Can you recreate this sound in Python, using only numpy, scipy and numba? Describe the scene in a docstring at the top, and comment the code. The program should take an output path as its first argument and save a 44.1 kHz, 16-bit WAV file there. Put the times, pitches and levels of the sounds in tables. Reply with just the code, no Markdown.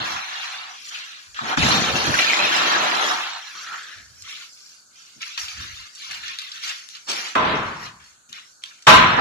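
"""An empty office where toughened glass partitions break up, heard on a handheld two-microphone phone.
Shards of all sizes rain, slide and crunch on a hard floor, each impact a tiny damped ring. Single pieces
clink and one shard is dragged along. Two hammer blows burst further panes and ring through the rooms.
Underneath, a low rumble comes and goes over a faint hush."""
import sys
import numpy as np
from scipy import signal
from scipy.fft import rfft, irfft
from scipy.io import wavfile
from scipy.ndimage import uniform_filter1d
from numba import njit

SR = 44100
rng = np.random.default_rng(int(sys.argv[2]) if len(sys.argv) > 2 else 0)


def output_pcm(signal):
    """Save a mono or channel-first signal as 16-bit PCM at the path in sys.argv[1].

    Samples are clipped to [-1, 1] before scaling.
    """
    pcm = np.clip(np.atleast_2d(signal).T, -1, 1) * 32767
    wavfile.write(sys.argv[1], SR, np.round(pcm).astype(np.int16))


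N = 405927
TIME = np.arange(N) / SR


def falling_glass():
    """Shards hit the floor: one shower per size, each riding its own envelope in random clumps."""
    # Shard sizes, heavy to fine: low_hz, high_hz, t60_s, longest_ring_ratio, impacts_per_s, scatter_db
    slab = (197, 730, 0.03, 0.59, 700, 2.4)
    chunk = (663, 1425, 0.008, 2.3, 1200, 1.1)
    lump = (1215, 2000, .014, 8, 1100, 2)
    piece = (2000, 4300, .022, 12, 1300, 1.8)
    crumb = (4200, 7500, .016, 14, 1000, 2.3)
    dust = (8600, 13200, 0.047, 2, 1500, 3.9)
    # Sparse, longer-ringing tones that give the shower a pitched shimmer: same columns
    shimmer = (1000, 6500, .06, 2.2, 350, 1.8)
    slabs, chunks, lumps, pieces, crumbs = (gain * flutter(20, depth_db=1.3) for gain in size_envelopes())
    heavy = slabs * shower(*slab) + chunks * shower(*chunk) + lumps * shower(*lump)
    fine = crumbs * (shower(*crumb) + undb(-15.5) * shower(*dust))
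    medium = pieces * (shower(*piece) + undb(-2) * shower(*shimmer))
    return (heavy + medium + fine) * flutter(45, depth_db=.7)


def size_envelopes():
    """Gains of slabs, chunks, lumps, pieces and crumbs: falls, crunches and a trickle add in power."""
    # Panes coming down, one list each. Levels are for the mid-size pieces; the low edge is how far below
    # them the sound reaches: time_s, level_db, low_edge_oct, crumb_offset_db, heavy_boost_db
    falls = [
        [(0.0, -31.5, 1.95, -10.5, 2), (0.12, -32.5, 1.83, -3.5, 2.5), (0.22, -36, 1.47, -8, 4),
         (0.45, -35.5, 1.42, -5, 0), (0.62, -41, 1.5, -8, 4.5), (0.76, -44, 1.77, -6, -1.5),
         (0.8, -48, 0.36, 0, 1), (0.9, -42.5, 0.11, 2.5, 5)],
        [(1.347, -46.5, 0.19, -5, 14), (1.39, -36, 0.98, -17, 9), (1.43, -38, 1.85, -8, 5.4),
         (1.5, -31, 2.01, -7, 6.2), (1.55, -33, 1.9, -14, 9), (1.562, -68, 1.9, -18, 10.5)],
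        [(1.571, -27.5, 1.5, -5, -6), (1.63, -22, 2, -4, 0.5), (1.9, -26, 2.09, -7, 0),
         (2.03, -27.5, 2.05, -4, 0.5), (2.07, -25.5, 2.05, -0.5, 1.5), (2.12, -26, 2.03, -3, -0.5),
         (2.3, -28, 1.924, -4, 3), (2.55, -23, 1.925, -8, 2.5), (2.78, -26.5, 1.967, -8, 6),
         (3.08, -25.5, 1.9, -5.5, 3), (3.25, -36, 1.82, -5, 4), (3.46, -44, 1.33, -6, 3.5),
         (3.6, -41.5, 1.17, -4.5, -1), (3.75, -42, 1.36, -4.5, 8.5), (3.98, -49.5, 0.53, -3.5, 8.5),
         (4.08, -67, 0.41, -5, 18), (4.22, -59.5, 0.42, 15, 8)],
        [(7.353, -50, 0.9, -20, 0), (7.37, -37, 0.59, -35, -3), (7.5, -32.5, 1, -35, -3),
         (7.6, -40.5, 1, -17, -6), (7.75, -50, 1.3, -1, 9), (7.9, -58, 1, -8, 14)],
        [(8.868, -31, 0.61, -6, -3), (8.885, -17, 0.7, -2, -9), (8.97, -22, 0.45, -6.5, -8),
         (9.05, -27.5, .8, -21, 0), (9.12, -32, 1.97, -24, 4.5), (9.21, -27.5, 2.06, -14, 14)],
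    ]
    # Crunches and small slides: start_s, level_db, rise_s, hold_s, t60_s, low_edge_oct, crumb_offset_db
    crunches = [(0.895, -36, 0.028, 0.039, 0.91, 1.25, -5.5), (1.07, -45, 0.048, 0.066, 0.36, 0.64, -20),
                (2.155, -22.5, 0.036, 0.14, 0.44, 0.12, -11), (4.217, -39, 0.094, 0.12, 0.26, 0.45, -4),
                (4.552, -56, 0.02, 0.18, 0.43, 0.19, -5), (4.89, -54.5, 0.11, 0.33, 0.59, 0.094, 3.5),
                (5.203, -37.5, 0.012, 0.051, 0.79, 0.35, -3.5), (5.374, -34.5, 0.0035, 0.022, 0.86, 1.3, 1),
                (5.52, -40, 0.08, 0.27, 0.34, 0.84, -2.5), (5.934, -42.5, 0.085, 0.071, 0.69, 0.46, 1),
                (6.071, -36, 0.053, 0.029, 0.47, 1.33, -4), (6.226, -38, 0.01, 0.078, 0.25, 0.66, -7),
                (6.259, -36.5, 0.012, 0.036, 0.35, 0.52, -11),
                (6.384, -40.5, 0.0026, 0.1, 0.36, 0.49, -4.5),
                (6.523, -41.5, 0.022, 0.031, 0.32, 0.61, -0.5),
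                (6.606, -35.5, 0.037, 0.04, 0.14, 0.74, 1.5), (6.649, -34, 0.03, 0.033, 0.17, 1.3, -0.5),
                (6.735, -42.5, 0.022, 0.038, 0.5, 0.57, -3), (6.897, -49.5, 0.0036, 0, 0.215, 0.2, 7.5),
                (6.923, -46.5, 0.019, 0.025, 0.36, 0.63, -5), (7.066, -33.5, 0.032, 0.033, 0.67, 2.05, 1),
                (7.124, -35, 0.052, 0.12, 0.27, 1.39, -2), (7.47, -55, 0.22, 0.16, 0.6, .1, 4),
                (7.772, -40.5, 0.059, 0.035, 0.13, 1.95, -5), (7.989, -52.5, 0.021, 0, 0.6, 0.63, -6),
                (8.29, -52.5, 0.0058, 0, 0.097, 0.23, 8), (8.315, -45, 0.019, 0.053, 0.34, 0.58, -5.5),
                (8.622, -49, 0.021, 0.054, 0.85, 0.095, -0.5)]
    # Stray crumbs: time_s, level_db
    trickle = [(0.0, -71), (1.3, -50.5), (4.05, -53.5), (4.7, -47.5), (4.85, -58), (5.15, -56), (7.3, -49),
               (7.4, -76), (8.1, -56.5), (8.22, -78), (8.5, -54), (9.2, -95)]
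    spills = [(swell_db(*row[:5]), *row[5:], 0) for row in crunches]
    for fall in falls:
        time_s, level_db, *size_mix = np.transpose(fall)
        envelope_db = np.interp(TIME, time_s, level_db, left=-200, right=-200)
        spills.append((envelope_db, *(np.interp(TIME, time_s, column) for column in size_mix)))
    power = np.zeros((5, N))
    power[4] = undb(2 * np.interp(TIME, *np.transpose(trickle)))
    for level_db, low_edge_oct, crumb_db, boost_db in spills:
        offsets_db = [band_db + boost_db for band_db in low_bands_db(low_edge_oct)] + [0, crumb_db]
        audible = level_db > -110
        for size_power, offset_db in zip(power, offsets_db):
            size_power[audible] += undb(2 * (level_db + offset_db)[audible])
    return np.sqrt(power)


def low_bands_db(low_edge_oct):
    """Levels of the three low bands against the pieces: bands below the low edge fade fast."""
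    fade_db_per_oct, floor_db = 50.5, -29.5
    return [np.maximum(full_db - fade_db_per_oct * np.maximum(band_oct - low_edge_oct, 0), floor_db)
            for band_oct, full_db in [(2.146, -2), (1.522, -3.5), (.61, -5)]]


def shower(low_hz, high_hz, t60_s, longest_ring_ratio, impacts_per_s, scatter_db):
    """Dense random impacts of one shard size: most land dead, a few ring on."""
    # Tone of the showers as the phone hears them, dipping near 5 kHz: pitch_hz, gain_db
    mic_colour = [(300, -5), (450, -6), (620, 1), (4400, 6), (5000, -1.5), (5600, 3.5), (6400, -1),
                  (7200, -3), (8000, 6.5), (10000, 11), (13000, 5)]
    draws = rng.random((int(5000 * N / SR), 5))
    when, pitch, ring, size, place = draws[:int(impacts_per_s * N / SR)].T
    hz = low_hz * (high_hz / low_hz) ** pitch
    stretch = longest_ring_ratio ** (ring ** 4)
    gain = undb(on_log(hz, mic_colour) - scatter_db * np.log(1.01 - size)) / stretch ** .074
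    pan = np.pi / 4 + np.pi * (place - .5) * min(low_hz / 900, .7)  # heavy sizes stay near the centre
    start = (when * N).astype(np.int64)
    impacts = rings(start, hz, t60_s * stretch, gain * np.cos(pan), gain * np.sin(pan))
    return unit(band(impacts, 1.058 * low_hz, 1.32 * high_hz))


def hammer_blows():
    """Each blow bursts a pane: a crack roars off through the rooms while the glass rings."""
    # Blows: start_s, level_db, tilt_db_per_oct, pan_left_db, hold_s, decay_ratio, thump_db, crack_db
    blows = [(7.352, -20, -2, 1, 0.19, 0.86, -8.5, 10), (8.868, -8.5, 1.5, 0.5, 0.038, 1, 6, -1.5)]
    return burst(blows) + pane_ring(blows)


def burst(blows):
    """Third-octave noise bands crack and ring through the rooms, fading ever faster as if gated."""
    # Spectrum of the burst: frequency_hz, density_db
    burst_colour = [(24, -56), (40, -4.5), (264, 4), (350, 1.5), (753, 0.5), (1030, 8.5), (1190, 6.5),
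                    (3550, -5), (5000, -31), (6000, -35), (7300, -27.5), (8300, -66), (10000, -44),
                    (15600, -65), (22000, -120)]
    # Base decay of the rooms: frequency_hz, t60_s
    room_decay = [(60, 3.8), (250, 1.16), (600, 1.01), (1100, 1.82), (2500, 1.3), (5000, 0.23),
                  (12000, 0.44)]
    bend_db, crack_s = 44, .0057
    first = int(blows[0][0] * SR)
    centres_hz = 40 * 2 ** (np.arange(26) / 3)
    bands_db = on_log(centres_hz, burst_colour) + 10 * np.log10(centres_hz)
    shares_db = bands_db - 10 * np.log10(np.sum(10 ** (bands_db / 10)))
    out = np.zeros((2, N))
    for hz, share_db in zip(centres_hz, shares_db):
        width = min(.061 + hz / 1300, 1)
        roar = unit(band(wide_noise(width, first), hz / 1.088, hz * 1.177, order=2))
        for start_s, level_db, tilt, pan_db, hold_s, decay_ratio, thump_db, crack_db in blows:
            start = int(start_s * SR)
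            t = TIME[:N - start]
            age = np.maximum(t - hold_s, 0) / decay_ratio
            decay_db = -60 * age / on_log(hz, room_decay) - bend_db * age ** 2
            shape_db = decay_db + crack_db * np.exp(-t / crack_s)
            attack = 1 - np.exp(-t / (.0004 + .83 / hz))  # lows take longer to build
            tone_db = tilt * np.log2(hz / 1000) + thump_db / (1 + (hz / 200) ** 2)
            envelope = attack * undb(level_db + share_db + tone_db + shape_db)
            balance = undb([[pan_db / 2], [-pan_db / 2]])
            out[:, start:] += roar[:, start - first:] * envelope * balance
    return out


def pane_ring(blows):
    """The struck pane's modes, each split into nine close partials that beat."""
    # Pane modes: pitch_hz, relative_db, nominal_t60_s
    modes = [(634, -8.5, 1.26), (849, -5.5, 0.51), (894, -11.5, 0.66), (936, -4, 0.24), (1025, -2, 1.27),
             (1148, -2.5, 0.67), (1266, -8, 0.9), (1342, -4.5, 0.42), (1560, -5.5, 3), (2000, -13.5, 0.54),
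             (2160, -19, 0.65), (2550, -12, 0.87), (2850, -13.5, .8), (3100, -18, 0.6), (3420, -15, 1.1),
             (3760, -15, 0.79), (4300, -24.5, 0.57), (5560, -19, 0.5), (6220, -22.5, 0.48),
             (7500, -25.5, 0.63)]
    hz, mode_db, t60_s = np.repeat(modes, 9, axis=0).T
    out = np.zeros((2, N))
    for start_s, level_db, tilt, *_ in blows:
        gain = undb(level_db - 5 + mode_db - mode_db.max() + tilt * np.log2(hz / 1000))
        split, late = rng.standard_normal((len(hz), 2)).T
        delay_s = .006 * (1 + late ** 2) * 1000 / hz  # low modes speak later
        partial_hz = hz * (1 + .011 * np.sqrt(hz / 1000) * split)
        ring_s = np.clip(t60_s, .02, .9) * 2 ** (-.4 * np.abs(split))
        angle = 2 * np.pi * rng.random(len(hz))  # each partial reaches the two microphones differently
        left, right = gain * np.cos(angle), gain * np.sin(angle)
        out += rings(samples(start_s + delay_s), partial_hz, ring_s, left, right)
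    return out


def clinks(partials=30, snap_scatter_s=.00028, ring_scatter_s=.002, snap_t60_s=.004):
    """Single pieces land or break: a dry snap, then splinters ring around the pitch, some late."""
    # Pieces, with levels per partial: start_s, pitch_hz, spread_oct, nominal_t60_s, ring_db, snap_db
    hits = [(.1204, 1960, 0.46, .01, -48, -39), (.5417, 1570, 0.31, 0.036, -40, -43),
            (.946, 2690, 0.15, 0.11, -40, -43), (1.345, 3570, 0.4, 0.027, -44, -56),
            (1.372, 1780, 0.29, 0.043, -53, -50), (1.39, 1140, 0.12, 0.049, -27.5, -48),
            (1.458, 1580, 0.36, .02, -54, -37), (1.574, 1255, 0.44, 0.018, -18, -25),
            (2.14, 1650, 0.14, 0.038, -23, -42), (2.188, 2300, 0.21, 0.084, -26.5, -34),
            (2.243, 1830, 0.068, .04, -26, -45), (2.297, 2356, 0.12, 0.12, -27, -40),
            (2.333, 2140, 0.054, 0.029, -20, -40), (2.39, 2497, 0.044, 0.12, -28, -40),
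            (2.485, 2670, 0.065, 0.054, -29.5, -42), (2.548, 2600, 0.06, .05, -39, -42),
            (2.448, 2520, 0.084, 0.035, -30, -33), (2.982, 1410, 0.34, .02, -43, -44),
            (3.738, 1290, 0.27, 0.065, -41, -58), (4.222, 5130, 0.36, 0.023, -42.5, -40),
            (4.287, 3030, 0.34, 0.031, -44, -59.5), (5.218, 5620, 0.16, 0.04, -39.5, -42.5),
            (5.227, 2780, 0.29, 0.027, -34.5, -45), (5.377, 2560, 0.91, 0.038, -33, -46),
            (5.388, 3070, 0.81, 0.022, -39, -33), (5.396, 6400, 0.12, 0.015, -47, -44),
            (5.483, 3820, 0.32, 0.026, -36.5, -38), (5.951, 5150, 0.41, 0.052, -47, -45),
            (6.021, 2530, 0.51, 0.029, -53, -56), (6.111, 4690, 0.58, 0.041, -36.5, -48),
            (6.236, 2670, 0.2, .02, -43, -38), (6.281, 3960, 0.39, 0.017, -34.5, -37),
            (6.296, 3650, 0.36, 0.019, -53, -42), (6.388, 3910, 0.094, 0.04, -38.5, -28.5),
            (6.394, 4000, 0.24, .02, -42, -37), (6.403, 4230, 0.29, 0.041, -44, -42),
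            (6.418, 4140, .15, 0.027, -46, -37), (6.344, 3700, 0.25, 0.0071, -45, -46),
            (6.518, 4420, 0.31, 0.038, -41, -41), (6.635, 4330, 0.25, .02, -56, -48),
            (6.68, 4060, 0.28, 0.027, -40, -42), (6.694, 3760, 0.54, .03, -40, -38),
            (6.712, 2450, .4, 0.026, -49, -37), (6.889, 4500, 0.32, 0.011, -42, -40),
            (6.952, 4400, 0.25, 0.03, -43, -53), (6.968, 4230, 0.49, .02, -49, -46),
            (7.085, 4380, 0.45, 0.061, -36.5, -52), (7.096, 4190, 0.63, 0.11, -32.5, -38),
            (7.117, 3800, 0.69, .04, -36, -26), (7.16, 3430, 0.35, 0.025, -41, -36),
            (7.355, 1300, .12, 0.0084, -13.5, -30), (7.44, 1300, 0.25, .015, -39, -40),
            (7.52, 1400, .2, .03, -33, -45), (8.291, 3280, 0.21, 0.014, -65, -57.5),
            (8.329, 3400, 0.16, 0.01, -39, -34.5), (8.378, 1700, 0.31, .02, -52, -48),
            (8.398, 1690, .3, 0.019, -55, -47.5), (8.621, 3220, 0.25, .012, -59, -55),
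            (8.638, 3270, 0.054, 0.014, -34, -29), (8.659, 3570, 0.26, 0.019, -49, -44),
            (8.710, 1630, 0.17, 0.037, -52, -62), (8.824, 5600, 0.49, 0.02, -49, -52.5)]
    start_s, pitch_hz, spread_oct, t60_s, ring_db, snap_db = np.repeat(hits, partials, axis=0).T
    late, detune, mid, side = rng.standard_normal((len(start_s), 4)).T
    snap_start = samples(start_s) + samples(snap_scatter_s * np.abs(late))
    snap_hz = np.clip(pitch_hz * 2 ** (.5 * detune + .2), 900, 11000)
    left = undb(snap_db) * np.sign(mid)
    right = left * (.5 + .14 * side)
    snap = rings(snap_start, snap_hz, np.full(len(start_s), snap_t60_s), left, right)
    ring_start = samples(start_s) + samples(ring_scatter_s * np.abs(late) ** 3)
    ring_hz = np.clip(pitch_hz * 2 ** (spread_oct * detune), 900, 8000)
    ring_gains = undb(ring_db) * np.array([mid + side / 2, mid - side / 2])
    ring = rings(ring_start, ring_hz, np.clip(t60_s, .003, .1), *ring_gains)
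    return band(snap + ring, 1200, 15000, order=3)


def scrape(catches=500, t60_s=.11, spread_oct=.145, trim_db=-8):
    """A dragged shard catches on the floor, each catch a short ring near a gliding pitch."""
    # Course of the drag: time_s, pitch_hz, level_db
    drag = [(3.55, 1290, -40.5), (3.59, 1324, -47), (3.66, 1437, -39.5), (3.742, 1325, -39),
            (3.794, 1499, -46), (3.92, 1734, -47.5), (4.054, 1730, -56), (4.1, 1590, -86)]
    time_s, pitch_hz, level_db = np.transpose(drag)
    when, size = rng.random((catches, 2)).T
    detune, side = rng.standard_normal((catches, 2)).T
    start_s = time_s[0] + (time_s[-1] - time_s[0]) * when
    gain = undb(np.interp(start_s, time_s, level_db) + trim_db - 1.7 * np.log(1.01 - size))
    hz = np.interp(start_s, time_s, pitch_hz) * 2 ** (spread_oct * detune)
    left, right = gain * (1 + .86 * side), gain * (1 - .27 * side)
    return rings(samples(start_s), hz, np.full(catches, t60_s), left, right)


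def rumble():
    """Low thuds and deeper gusts: fluttering swells of noise, mostly alike on both microphones."""
    # Thuds and gusts: start_s, level_db, rise_s, hold_s, t60_s
    thuds = [(0.0, -36, 0.00084, 0.0055, 0.3), (.08, -53, 0.026, 0.084, 0.17), (.35, -72, 0.044, 0, .4),
             (1.407, -40.5, 0.015, 0.061, 0.3), (1.569, -21, 0.016, 0, 0.16), (1.587, -25, 0.025, 0.5, .5),
             (2.071, -25, 0.0087, 0.023, 0.08), (2.14, -46.5, 0.017, 0.17, 0.25),
             (2.36, -42, 0.069, 0.099, 0.45), (2.495, -44, 0.084, 0.031, .7), (2.704, -42, 0.023, 0, .8),
             (2.903, -56, 0.03, 0.24, 0.27), (3.976, -68.5, 0.033, 0.46, .3), (5.14, -56, 0.038, 0, 0.16),
             (5.4, -70, 0.055, 0.026, .15), (5.557, -50, 0.076, 0.025, 0.23),
             (6.048, -64, 0.072, 0.0077, 1), (7.08, -56, 0.017, 0.018, 0.41), (8.281, -59, 0.023, 0, 0.36)]
    gusts = [(0.0, -56, .001, 0, .3), (0.118, -49, 0.036, 0.011, .15), (.35, -70, 0.055, 0.013, .3),
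             (1.26, -55, 0.051, 0, 0.3), (1.57, -27, 0.028, 0, 0.56), (1.87, -38, 0.03, 0.09, .4),
             (2.07, -36, 0.034, 0.016, 0.17), (2.4, -66, .1, .25, .4), (3.0, -71, .05, .05, .15),
             (3.95, -51.5, 0.028, 0.274, 0.16), (5.39, -48, 0.051, 0, 0.32),
             (5.52, -46.5, 0.072, 0.23, 0.11), (6.064, -60, 0.087, 0.1, .6)]
    out = 0
    for low_hz, high_hz, swells, idle_db in [(94.5, 272, thuds, -77.5), (49, 93, gusts, -87)]:
        envelope = np.sqrt(undb(2 * idle_db) + sum(undb(2 * swell_db(*row)) for row in swells))
        noise = unit(band(wide_noise(width=.5), low_hz, high_hz, order=2))
        out = out + noise * envelope * flutter(30, depth_db=2.5)
    return out


def hush(level_db=-56.5):
    """A faint, steady bed of coloured noise."""
    # Spectrum of the hush: frequency_hz, density_db
    hush_colour = [(18, -69.5), (30, -10.5), (991, -13), (1530, 1), (2140, -39.5), (4400, -6.5),
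                   (5010, -27), (5550, -17.5), (6640, -1), (14000, -30.5)]
    hz = np.maximum(np.arange(N // 2 + 1) * SR / N, 1)
    spectrum = rfft(rng.standard_normal((2, N))) * undb(on_log(hz, hush_colour))
    return undb(level_db) * unit(irfft(spectrum, N))


def near_walls(x, echo_db, t60_s=.23):
    """Direct sound plus a short diffuse tail off the walls, different at each microphone."""
    t = TIME[:SR // 2]
    tail = rng.standard_normal((2, len(t))) * undb(-60 * t / t60_s) * (t > .002)
    tail = tail / np.sqrt(np.sum(tail ** 2, axis=1, keepdims=True))
    return x + undb(echo_db) * signal.fftconvolve(x, tail, axes=1)[:, :N]


def phone_turning(x):
    """As the phone turns, sound reaches the left microphone later or earlier than the right."""
    # Delay between the microphones: time_s, left_lag_ms
    left_lag = [(0.3, .45), (.7, -.35), (1.7, -.3), (2.1, .4), (2.9, .4), (3.3, .05), (4.7, -.15),
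                (5.2, -.46), (9.2, -.46)]
    lag = np.round(np.interp(TIME, *np.transpose(left_lag)) * SR / 1000).astype(np.int64)
    return np.array([x[0, np.clip(np.arange(N) - lag, 0, N - 1)], x[1]])


@njit
def rings(start, hz, t60_s, left, right):
    """Stereo sum of damped sines, each running from its start sample until it is 60 dB down."""
    out = np.zeros((2, N))
    for k in range(len(start)):
        step = np.exp((2j * np.pi * hz[k] - np.log(1000) / t60_s[k]) / SR)
        phasor = 1 + 0j
        for i in range(start[k], min(N, start[k] + int(t60_s[k] * SR))):
            phasor *= step
            out[0, i] += left[k] * phasor.imag
            out[1, i] += right[k] * phasor.imag
    return out


def swell_db(start_s, level_db, rise_s, hold_s, t60_s, sag_db_per_s=25):
    """Envelope with a rise, a sagging hold and a fade."""
    t, rise_s = TIME - start_s, max(rise_s, .001)
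    held_s = np.clip(t - rise_s, 0, max(hold_s, 0))
    fading_s = np.maximum(t - rise_s - held_s, 0)
    rise_db = 20 * np.log10(np.clip(t / rise_s, 1e-6, 1))
    return level_db + rise_db - sag_db_per_s * held_s - 60 * fading_s / max(t60_s, .02)


def flutter(rate_hz, depth_db):
    """A gain that glides between random levels."""
    hold = SR // rate_hz
    steps = np.repeat(rng.standard_normal(N // hold + 1), hold)
    return undb(depth_db * uniform_filter1d(steps, hold)[:N])


def wide_noise(width, first=0):
    """Stereo noise from sample first on, its sides alike (width 0) to unrelated (1)."""
    mid, side = rng.standard_normal((2, N - first))
    return mid + width * side * np.array([[1], [-1]])


def band(x, low_hz, high_hz, order=4):
    return signal.sosfilt(signal.butter(order, [low_hz, high_hz], "bandpass", fs=SR, output="sos"), x)


def on_log(hz, table):
    """Read a (frequency_hz, value) curve along a log-frequency axis."""
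    points_hz, values = np.transpose(table)
    return np.interp(np.log(hz), np.log(points_hz), values)


def samples(seconds):
    return (seconds * SR).astype(np.int64)


def undb(db):
    return 10 ** (np.asarray(db) / 20)


def unit(x):
    return x / np.sqrt(np.mean(x ** 2))


def scene():
    """Loose glass between near walls, with hammer blows, rumble and hush mixed in."""
    debris = near_walls(falling_glass() + scrape(), echo_db=-6)
    single_pieces = near_walls(clinks(), echo_db=-12)
    return phone_turning(debris + single_pieces) + hammer_blows() + rumble() + hush()


def record(dry):
    """The phone thins the deepest bass, clips the loudest blow and cuts the top."""
    low_cut = signal.butter(2, 54.7, "highpass", fs=SR, output="sos")
    high_cut = signal.ellip(8, .2, 70, 14800, fs=SR, output="sos")
    clipped = np.clip(signal.sosfilt(low_cut, dry), -.97, .97)
    return signal.sosfilt(high_cut, clipped)


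dry = scene()
out = record(dry)
output_pcm(out)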